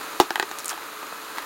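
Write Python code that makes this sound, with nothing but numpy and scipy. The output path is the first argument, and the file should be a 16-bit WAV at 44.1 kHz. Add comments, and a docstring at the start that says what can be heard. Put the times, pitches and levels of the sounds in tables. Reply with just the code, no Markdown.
"""A toy marble lift of plastic bricks runs close to the microphone in a small room.
From the start its geared motor whirrs and its belt links rattle. At 0.2 s a marble drops on the
frame, exciting its modes in a loud knock that overloads the microphone, and bounces. From 0.3 to
0.7 s glass marbles click against each other. A marble rolls briefly over the bricks near 0.7 s
and again near 1.4 s, among lighter knocks, while the motor runs on."""
import sys
import numpy as np
from scipy import signal
from scipy.fft import rfft, irfft
from scipy.io import wavfile
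from scipy.ndimage import uniform_filter1d

SR = 44100
rng = np.random.default_rng(int(sys.argv[2]) if len(sys.argv) > 2 else 0)


def wav_out(sig):
    """Save sig, one row per channel (or a flat mono array), as 16-bit PCM at SR to the path in sys.argv[1]."""
    wavfile.write(sys.argv[1], SR, np.round(np.clip(np.atleast_2d(sig).T, -1, 1) * 32767).astype(np.int16))


N = 63945


def undb(db):
    """Amplitude ratio of a level in decibels."""
    return 10 ** (np.asarray(db) / 20)


def level(x, db):
    """Normalisation to a given rms level."""
    return x * undb(db) / np.sqrt(np.mean(x ** 2))


def fade(t, t60_s):
    """Exponential damping: the level falls 60 dB in t60_s."""
    return np.exp(-np.log(1000) * t / t60_s)


def add(out, start_s, sound):
    """Superposition: a sound joins the mix at its start time."""
    i = int(start_s * SR)
    out[i:i + len(sound)] += sound[:len(out) - i]


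def colour(x, spectrum):
    """Minimum-phase filtering through (Hz, dB) points, scaled to keep the power of white noise."""
    size = 2048
    hz, db = np.array(spectrum, float).T
    bin_hz = np.arange(size // 2 + 1) * SR / size
    gain = undb(np.interp(np.log(bin_hz + 1), np.log(hz), db))
    cepstrum = irfft(np.log(level(gain, 0)))
    cepstrum[1:size // 2] *= 2  # folding the cepstrum makes the filter causal
    cepstrum[size // 2 + 1:] = 0
    return signal.fftconvolve(x, irfft(np.exp(rfft(cepstrum))))[:len(x)]


def drift(rate_hz):
    """Low-pass noise: random steps, smoothed twice and scaled to unit rms."""
    hold = int(SR / rate_hz)
    steps = np.repeat(rng.standard_normal(N // hold + 1), hold)
    return level(uniform_filter1d(uniform_filter1d(steps, hold), hold)[:N], 0)


# Frequency response of the room: frequency_hz, relative_db
ROOM_SPECTRUM = [(60, -30), (200, -2), (340, 2), (560, -5.5), (850, 0), (1250, 2.5), (1700, 1.5),
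                 (4000, 0.5), (6500, 0), (9000, -6), (15000, -4)]
def room(x):
    """Reverberation by convolution: early reflections off the floor and toy, then a diffuse tail."""
    t = np.arange(SR // 2) / SR
    first_echo_s, early_db = 0.0022, 2
    early = rng.standard_normal(len(t)) * fade(t, t60_s=0.06) * (t > first_echo_s)
    late = rng.standard_normal(len(t)) * fade(t, t60_s=0.16) * (t > first_echo_s)
    response = undb(early_db) * early / np.linalg.norm(early) + late / np.linalg.norm(late)
    return signal.fftconvolve(x, colour(response, ROOM_SPECTRUM))[:N]


# Noise spectrum of the motor and gears: frequency_hz, relative_db
WHIRR_SPECTRUM = [(30, -23), (90, -23.5), (170, -16), (240, -12.5), (300, -1.5), (370, -8.5), (440, -8.5),
                  (560, -5), (800, -7), (1030, 0), (1270, 0.5), (1600, -3), (2100, -8.5), (2520, -8.5),
                  (3200, -13), (4100, -9.5), (5600, -18.5), (7000, -13), (8000, -21), (9400, -15),
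                  (10800, -20.5), (12200, -12), (13200, -24), (15500, -20)]
# Tones of the gears, ahead of the motor's gain: pitch_hz, level_db
GEAR_PARTIALS = [(437, -53), (1222, -50), (1296, -51), (2500, -55.5)]
# Gain of the whole motor over time: time_s, gain_db
MOTOR_GAIN = [(0, 2.5), (.17, 1.5), (.29, -1.5), (.55, 0), (0.852, -.5), (1.1, -0.5), (1.27, 0), (1.45, 0)]
def motor():
    """Gear noise: a broadband whirr, shot noise from teeth and belt links, and faint wavering tones."""
    impacts_per_s, spread_db, pitch_wander = 2300, 1.5, 0.01133
    whirr = level(colour(rng.standard_normal(N), WHIRR_SPECTRUM), db=-38)
    strengths = undb(spread_db * rng.exponential(size=N)) * rng.choice([-1, 1], N)
    impacts = strengths * (rng.random(N) < impacts_per_s / SR)
    rattle = level(colour(impacts, WHIRR_SPECTRUM), db=-44)
    gear_time = np.cumsum(1 + pitch_wander * drift(rate_hz=25)) / SR
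    tones = np.zeros(N)
    for pitch_hz, level_db in GEAR_PARTIALS:
        flutter = undb(2 * drift(rate_hz=39.8))
        tones += level(np.sin(2 * np.pi * pitch_hz * gear_time) * flutter, level_db)
    gain_db = np.interp(np.arange(N) / SR, *np.array(MOTOR_GAIN).T)
    return (whirr + rattle + tones) * undb(gain_db)


# A marble's runs over the bricks: start_s, length_s, crest_level_db
MARBLE_ROLLS = [(0.67, 0.099, -35.5), (1.312, 0.15, -35.5)]
# Spectrum of the rolling contact: frequency_hz, relative_db
ROLL_SPECTRUM = [(60, -62), (300, -21), (900, 4), (1700, 8), (2300, -3), (4200, -6), (7000, -16),
                 (15000, -11)]
def rolling_marble():
    """Rolling contact noise: an uneven, light rumble on the bricks swells and dies away."""
    out = np.zeros(N)
    for start_s, length_s, crest_level_db in MARBLE_ROLLS:
        contact = rng.standard_normal(N) * undb(4.6 * drift(rate_hz=257))
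        rumble = level(colour(contact, ROLL_SPECTRUM), crest_level_db)
        swell = np.hanning(int(length_s * SR))
        add(out, start_s, rumble[:len(swell)] * swell)
    return out


# Collisions of glass on glass: start_s, ring_db, pitch_hz, snap_db
GLASS_COLLISIONS = [(.3285, -35, 9000, -36), (0.3568, -16.5, 12000, -30), (.4925, -25, 8500, -34),
                    (0.5868, -26, 6440, -20.5), (.5922, -38, 7460, -25), (.5955, -20, 7350, -32),
                    (0.603, -22, 5500, -39), (.6454, -19, 8500, -21.5), (.6562, -17, 9500, -25),
                    (0.6604, -22, 8500, -32), (0.6586, -12, 8400, -34), (0.662, -24, 7300, -34),
                    (0.6811, -11.5, 7400, -18.5), (0.691, -15, 8800, -30), (0.6941, -10, 5340, -16),
                    (0.698, -51, 7500, -29), (0.7017, -20, 5000, -23), (0.7055, -25, 6500, -29),
                    (0.71, -20, 8000, -30)]
# Spectrum of a collision's snap: frequency_hz, relative_db
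SNAP_SPECTRUM = [(100, -16), (1500, -9), (2800, 1), (6000, -1.5), (10000, 2), (15500, -5)]
def glass_clicks():
    """Hard-body impact: brief contact radiates a few very high cycles and a broadband snap."""
    out, t = np.zeros(N), np.arange(SR // 50) / SR
    rise_s = 0.0001
    pulse = t / rise_s * np.exp(1 - t / rise_s)
    for start_s, ring_db, pitch_hz, snap_db in GLASS_COLLISIONS:
        ring = pulse * np.sin(2 * np.pi * pitch_hz * t)
        snap = colour(rng.standard_normal(len(t)) * fade(t, t60_s=0.005), SNAP_SPECTRUM)
        add(out, start_s, undb(ring_db) * ring + undb(snap_db) * snap)
    return out


def struck_mode(t, pitch_hz, t60_s):
    """Damped oscillation: a struck mode builds up and decays, radiating by its surface velocity."""
    omega = 2 * np.pi * pitch_hz
    build_up = 1 - np.exp(-t * pitch_hz)  # time constant of one cycle, so the bass comes late
    displacement = np.sin(omega * t) * fade(t, t60_s) * build_up
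    return np.gradient(displacement, t, axis=-1) / omega


# Spectrum of a marble's contact with plastic: frequency_hz, relative_db
CRACK_SPECTRUM = [(40, -28), (200, -12.5), (1000, -0.5), (2600, 2.5), (4200, -2), (6000, -3), (8500, -3),
                  (11000, -9), (15500, -1.5)]
def contact_crack(t, crack_db):
    """Contact transient: a tick and a noise burst, brighter for harder blows; loose bricks buzz on."""
    buzz_db, tick_db, corner_hz_per_db = -23, 10.5, 128
    envelope = fade(t, t60_s=0.006) + undb(buzz_db) * fade(t, t60_s=0.12)
    burst = rng.standard_normal(len(t)) * envelope
    burst[0] += undb(tick_db)  # first instant of contact
    corner_hz = np.clip(9100 + corner_hz_per_db * crack_db, SR / 20, SR / 3)
    softened = signal.lfilter(*signal.butter(1, corner_hz, fs=SR), burst)
    return undb(crack_db) * colour(softened, CRACK_SPECTRUM)


# Normal modes of the brick frame: pitch_hz, relative_db, t60_s
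FRAME_MODES = [(257, -24, 0.028), (313.3, -15.5, .055), (364, -7, 0.041), (425, -17.5, 0.055),
               (727, -7, 0.013), (772, -15, 0.033), (834, -4, 0.032), (927, -6.5, 0.033), (1054, 0, 0.011),
               (1263, -17.5, 0.0097), (1450, -22, 0.0096), (1535, -5, .015), (1680, -17, .012),
               (1750, -4.5, 0.013), (2424, -8.5, 0.0088)]
# Blows of a marble on plastic:
# start_s, ring_db, bass_db, bright_db, crack_db, pitch_ratio, brick_hz, brick_db
MARBLE_BLOWS = [(0.0121, -26, -5.5, -6, -32, 1.015, 3060, -37), (.2005, 5, 2, -8.5, 2.5, 1.0, 3570, -3),
                (0.2088, -17, -14, -6, -25, 1.04, 5450, -14), (.3063, -13.5, 0, 4.5, -16, 0.94, 3930, -17),
                (.3575, -12.5, -11, 5, -18, 1.066, 3030, -15),
                (.3782, -21.5, -6, -13, -29, 0.87, 3000, -41),
                (.3978, -10, -1.5, 4.5, -12.5, 1.024, 3940, -11.5),
                (.4032, -27, -22, -12, -43, 0.83, 2510, -28), (.4264, -20.5, -21, -6, -19, 2, 3350, -28),
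                (.4279, -15, 3, 2, -25, 1.06, 5100, -23), (.5138, -23, -1.5, 4, -22, 0.97, 3600, -30),
                (.5830, -33, -24, 6, -36, 1.14, 2600, -35), (0.7179, -23.5, -2, -14, -31, 1.2, 3450, -34),
                (.7293, -21.5, -27, -2, -38, 0.89, 3260, -22.5),
                (.7772, -22, -24, -5, -33, 1.03, 2580, -33), (.8200, -29.5, -10, 3, -41, 1.3, 2600, -38),
                (.8310, -26.5, 1.5, -3, -32, 1.05, 3000, -45), (1.0290, -26, -1, 1, -26, 0.905, 2650, -32),
                (1.069, -35, 5, 4, -28, 0.84, 3980, -36), (1.125, -27.5, -1, 7.5, -40, 0.73, 3940, -40),
                (1.3762, -32, 5.5, 1, -33.5, 0.81, 3980, -44), (1.3838, -19, -8, 2, -21, 1.084, 3980, -24),
                (1.3922, -38, -2, 7, -48, 1.1, 3800, -26)]
def plastic_knocks():
    """Impulse excitation: each blow cracks and sets the frame's modes and the struck brick ringing."""
    out, t = np.zeros(N), np.arange(SR // 5) / SR
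    mode_hz, mode_db, t60_s = np.array(FRAME_MODES).T
    hinges_hz = [457, 810, 1540]  # bass of the base plate, middle, brightness
    for start_s, ring_db, bass_db, bright_db, crack_db, pitch_ratio, brick_hz, brick_db in MARBLE_BLOWS:
        tilt_db = np.interp(np.log(mode_hz), np.log(hinges_hz), [bass_db, 0, bright_db])
        modes = struck_mode(t, pitch_ratio * mode_hz[:, None], t60_s[:, None])
        frame = undb(ring_db + mode_db + tilt_db) @ modes
        brick = undb(brick_db) * struck_mode(t, brick_hz, t60_s=0.0075)
        add(out, start_s, frame + brick + contact_crack(t, crack_db))
    return out


def scene():
    """Superposition: knocks and clicks with their reverberation, over the motor and rolling marble."""
    plastic, glass = plastic_knocks(), glass_clicks()
    reverberation = room(undb(-16.5) * plastic + undb(-14) * glass)
    return (plastic + glass + reverberation + motor() + rolling_marble())[None]


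def record(dry):
    """Saturation and band limiting: the microphone overloads on the loudest knock; the top is cut."""
    ceiling = 0.77 * (1 + 0.051 * np.sign(dry))  # one polarity overloads sooner
    saturated = dry / (1 + (dry / ceiling) ** 6) ** (1 / 6)
    cutoff_hz = 15900
    return signal.sosfilt(signal.ellip(10, 0.2, 80, cutoff_hz, fs=SR, output="sos"), saturated)


dry = scene()
out = record(dry)
wav_out(out)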